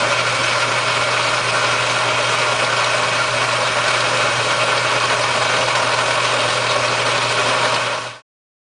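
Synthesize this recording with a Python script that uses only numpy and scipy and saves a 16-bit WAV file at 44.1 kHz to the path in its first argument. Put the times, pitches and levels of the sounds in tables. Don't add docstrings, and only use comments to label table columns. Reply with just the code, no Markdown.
import sys
import numpy as np
from scipy import signal
from scipy.fft import rfft, irfft, next_fast_len
from scipy.io import wavfile
from scipy.ndimage import uniform_filter1d, map_coordinates

SR = 44100
rng = np.random.default_rng(int(sys.argv[2]) if len(sys.argv) > 2 else 0)


def convert_level_to_amplitude(level_db):
    exponent = np.asarray(level_db, float) / 20
    return 10 ** exponent


def persist_wave(psi):
    counts = np.round(np.clip(psi, -1, 1) * 32767).astype(np.int16)
    wavfile.write(sys.argv[1], SR, np.atleast_2d(counts).T)


N = 381024


def unit(x):
    return x / np.sqrt(np.mean(x ** 2) + 1e-20)


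def along(points, hz):
    point_hz, value = np.transpose(points)
    return np.interp(np.log(hz + 1), np.log(point_hz + 1), value)


def wobble(rate):
    grid = np.arange(0, N + 32, 32)
    curve = map_coordinates(rng.standard_normal(4000), [grid * rate / SR])
    return np.interp(np.arange(N), grid, curve)


def coloured(x, gain):
    m = 2 * next_fast_len(N // 2 + SR // 4)
    cepstrum = irfft(np.log(gain(np.fft.rfftfreq(m, 1 / SR)) + 1e-6), m)
    cepstrum[1:m // 2] *= 2
    cepstrum[m // 2 + 1:] = 0
    response = np.exp(rfft(cepstrum))
    return irfft(rfft(x, m) * response, m)[:N]


def patchy(x, depth_db, bins, frames):
    spectrum = signal.stft(x, nperseg=1024)[2]
    field = rng.standard_normal(spectrum.shape)
    for axis, size in ((0, bins), (1, frames), (0, bins), (1, frames)):
        field = uniform_filter1d(field, size, axis)
    return signal.istft(spectrum * convert_level_to_amplitude(depth_db * unit(field)), nperseg=1024)[1][:N]


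# (pitch_hz, width_hz, level_db over the broad chatter,
# drift_db change at either end of the camera's drift)
RESONANCES = [(259, 25, 6.0, 0.9), (412, 35, 5.8, 0.7), (491, 17, 4.3, 1.1), (518, 17, 9.2, 1.2),
              (574, 30, 10.1, 0.0), (607, 25, 9.7, 0.1), (635, 21, 9.8, 0.4), (838, 39, 3.5, 1.1),
              (948, 26, 7.7, 0.6), (1028, 25, 7.8, -0.4), (1109, 47, 8.6, 1.6), (1220, 35, 6.0, -0.7),
              (1260, 19, 5.4, 0.0), (1328, 18, 6.7, -0.3), (1388, 29, 10.3, -1.5), (1479, 150, 3.7, -0.3),
              (1512, 48, 8.5, 0.9), (1700, 22, 2.9, 0.7), (1804, 48, 6.1, 0.7), (1951, 61, 3.3, -0.3),
              (2232, 108, 7.7, -1.1), (2304, 40, 8.9, -0.7), (2427, 78, 2.6, -0.4), (2531, 70, 10.7, -0.4),
              (2720, 34, 6.6, -0.6), (2827, 65, 5.7, -0.0), (2963, 48, 4.3, 0.6), (3176, 40, 6.7, -0.1),
              (3268, 107, 3.0, 0.2), (3827, 67, 2.8, 1.1)]
# (pitch_hz, level_db per Hz)
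BROAD_CHATTER = [(90, -40), (150, -8), (210, -11.5), (330, -8), (460, -3.2), (700, -1.3), (1100, 0),
                 (2050, -5.5), (3300, -6.2), (4200, -6.6), (5600, -11.3), (7800, -18), (8800, -16.9),
                 (9900, -18.9)]


def casting(hz, place, ripple):
    peaks = 0
    for pitch_hz, width_hz, level_db, drift_db in RESONANCES:
        height = convert_level_to_amplitude(level_db + 1.3 * place * drift_db) ** 2 - 1
        peaks = peaks + height / (1 + (1.3 * (hz - pitch_hz) / width_hz) ** 2) ** 2
    small_db = .9 * map_coordinates(ripple, [hz / 30]) * (hz > 2900)
    return convert_level_to_amplitude(along(BROAD_CHATTER, hz) + small_db) * np.sqrt(1 + peaks)


CHATTER_DB = -17.5
# (start_s middle of the slip, change_db)
BELT_SLIPS = [
    (.36, -1.1),
    (1.42, -0.6),
    (3.3, -0.9),
    (3.75, -1.5),
    (3.87, 1.6),
    (6.63, -1),
]


def load_db():
    creep_db_per_s, slip_s = 0.06, 0.057
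    t = np.arange(N) / SR
    slips_db = sum(db * np.exp(-((t - s) / slip_s) ** 2) for s, db in BELT_SLIPS)
    return CHATTER_DB + creep_db_per_s * t + slips_db


def chatter():
    spindle_hz, touches_per_s = 43.1, 900
    turn = 2 * np.pi * np.cumsum(spindle_hz * (1 + .01 * wobble(2))) / SR
    touches = rng.random(N) < touches_per_s / SR
    knocks = unit(touches * -convert_level_to_amplitude(12 * rng.random(N)))
    drive = convert_level_to_amplitude(-9) * knocks + rng.standard_normal(N)
    drive *= convert_level_to_amplitude((.55 + .35 * wobble(1.5)) * np.cos(turn))
    drive *= convert_level_to_amplitude(.6 * wobble(25) + .9 * wobble(70))
    ripple = rng.standard_normal(2000)
    moved = np.linspace(0, 1, N)
    ring = (1 - moved) * coloured(drive, lambda hz: casting(hz, -1.2, ripple))
    ring += moved * coloured(drive, lambda hz: casting(hz, 0.91, ripple))
    ring = patchy(ring, .4, bins=4, frames=50)
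    ring = patchy(ring, .9, bins=30, frames=3)
    return convert_level_to_amplitude(load_db()) * unit(ring)


# (start_s, level_db over the chatter)
GEAR_RATTLES = [(2.645, -4.5), (2.843, -0.5), (3.148, -5.5), (3.88, -3.5), (4.004, 0.5), (4.171, -3),
                (4.778, -2), (5.0, -4), (5.098, -2), (5.564, -3), (6.06, -3), (6.405, -5), (7.178, -2),
                (7.291, -2.5), (7.742, -1)]


def rattles():
    centre_hz, width_hz, t60_s = 3740, 2600, 0.065
    hits = np.zeros(N)
    for start_s, level_db in GEAR_RATTLES:
        hits[round(start_s * SR)] = convert_level_to_amplitude(CHATTER_DB + level_db)
    decay = convert_level_to_amplitude(-60 * np.arange(SR // 10) / SR / t60_s)
    band = lambda hz: 1 / (1 + ((hz - centre_hz ** 2 / (hz + 1)) / width_hz) ** 2)
    noise = unit(coloured(rng.standard_normal(N), band))
    return signal.fftconvolve(hits, decay)[:N] * noise


def tone(hz, db, drift, sway_db):
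    phase = 2 * np.pi * (np.cumsum(hz * (1 + drift * wobble(3))) / SR + rng.random())
    return np.sqrt(2) * convert_level_to_amplitude(db + sway_db * wobble(4)) * np.sin(phase)


# (pitch_hz, level_db rms)
MAINS_HUM = [(119.98, -34.3), (128.6, -48), (140.6, -52), (149.4, -51), (210.6, -60)]
# (order in multiples of the shaft speed, level_db rms)
SHAFT_TONES = [(1, -66), (4, -56), (6, -58), (10, -59), (12, -51), (14, -50), (16, -55), (18, -50)]
# (pitch_hz, level_db per Hz)
BENCH_RUMBLE = [(5, -13), (22, -7), (50, -10), (80, -3.5), (105, -1.5), (140, -4.5), (200, -24.5)]


def motor():
    shaft_hz = 28.77
    hum = sum(tone(hz, db, drift=.0001, sway_db=.5) for hz, db in MAINS_HUM)
    shaft = sum(tone(k * shaft_hz, db, drift=.002, sway_db=5.0) for k, db in SHAFT_TONES)
    bench = coloured(rng.standard_normal(N), lambda hz: convert_level_to_amplitude(along(BENCH_RUMBLE, hz)))
    return hum + shaft + convert_level_to_amplitude(-43.5 + 1.5 * wobble(7)) * unit(bench)


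def scene():
    return (chatter() + rattles() + motor())[None]


def steadied(x):
    power = np.abs(uniform_filter1d(x ** 2, SR // 12)) + 1e-12
    x = x * (np.mean(power) / power) ** .2
    return x / (1 + np.abs(x / .8) ** 4) ** (1 / 4)


def coarse(x, size, step_db, from_hz):
    n, k = np.arange(2 * size), np.arange(size // 2)
    window = np.sin(np.pi * (n + .5) / (2 * size))
    basis = window * np.cos(np.pi / size * np.outer(k + .5, n + .5 + size / 2))
    hops = np.pad(x, (size, 2 * size - N % size)).reshape(-1, size)
    lines = np.hstack([hops[:-1], hops[1:]]) @ basis.T
    near = np.sqrt(np.abs(uniform_filter1d(lines ** 2, size // 16, 1))) + 1e-12
    share = np.clip((k + .5) * SR / 2 / size / from_hz, .01, 1) ** 2
    luck = rng.standard_normal((len(lines), 17))
    short_db = 1.2 * np.clip(luck[:, :1], -2, 1.5) + 1.3 * np.repeat(luck[:, 1:], size // 32, 1)
    step = near * share * convert_level_to_amplitude(step_db + short_db)
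    frames = (step * np.round(lines / step)) @ basis * 2 / size
    return (frames[1:, :size] + frames[:-1, size:]).ravel()[:N]


def band_limit(x):
    return signal.sosfilt(signal.butter(12, 10660, fs=SR, output="sos"), x)


# (start_s, end_s)
FADE_OUT = (7.73, 8.222)


def record(dry):
    heard = coloured(steadied(dry[0]), lambda hz: 1 / (1 + (hz / 10030) ** 150))
    short = np.clip(4 * (wobble(16) - .6), 0, 1)
    rounded = (1 - short) * coarse(heard, size=2048, step_db=8.2, from_hz=7200)
    rounded += short * coarse(heard, size=256, step_db=7.6, from_hz=5500)
    top = coloured(rounded, lambda hz: 1 / (1 + (hz / 10230) ** 600))
    fade = np.interp(np.arange(N) / SR, FADE_OUT, (1, 0))
    return band_limit(top[None] * fade)


dry = scene()
out = record(dry)
persist_wave(out)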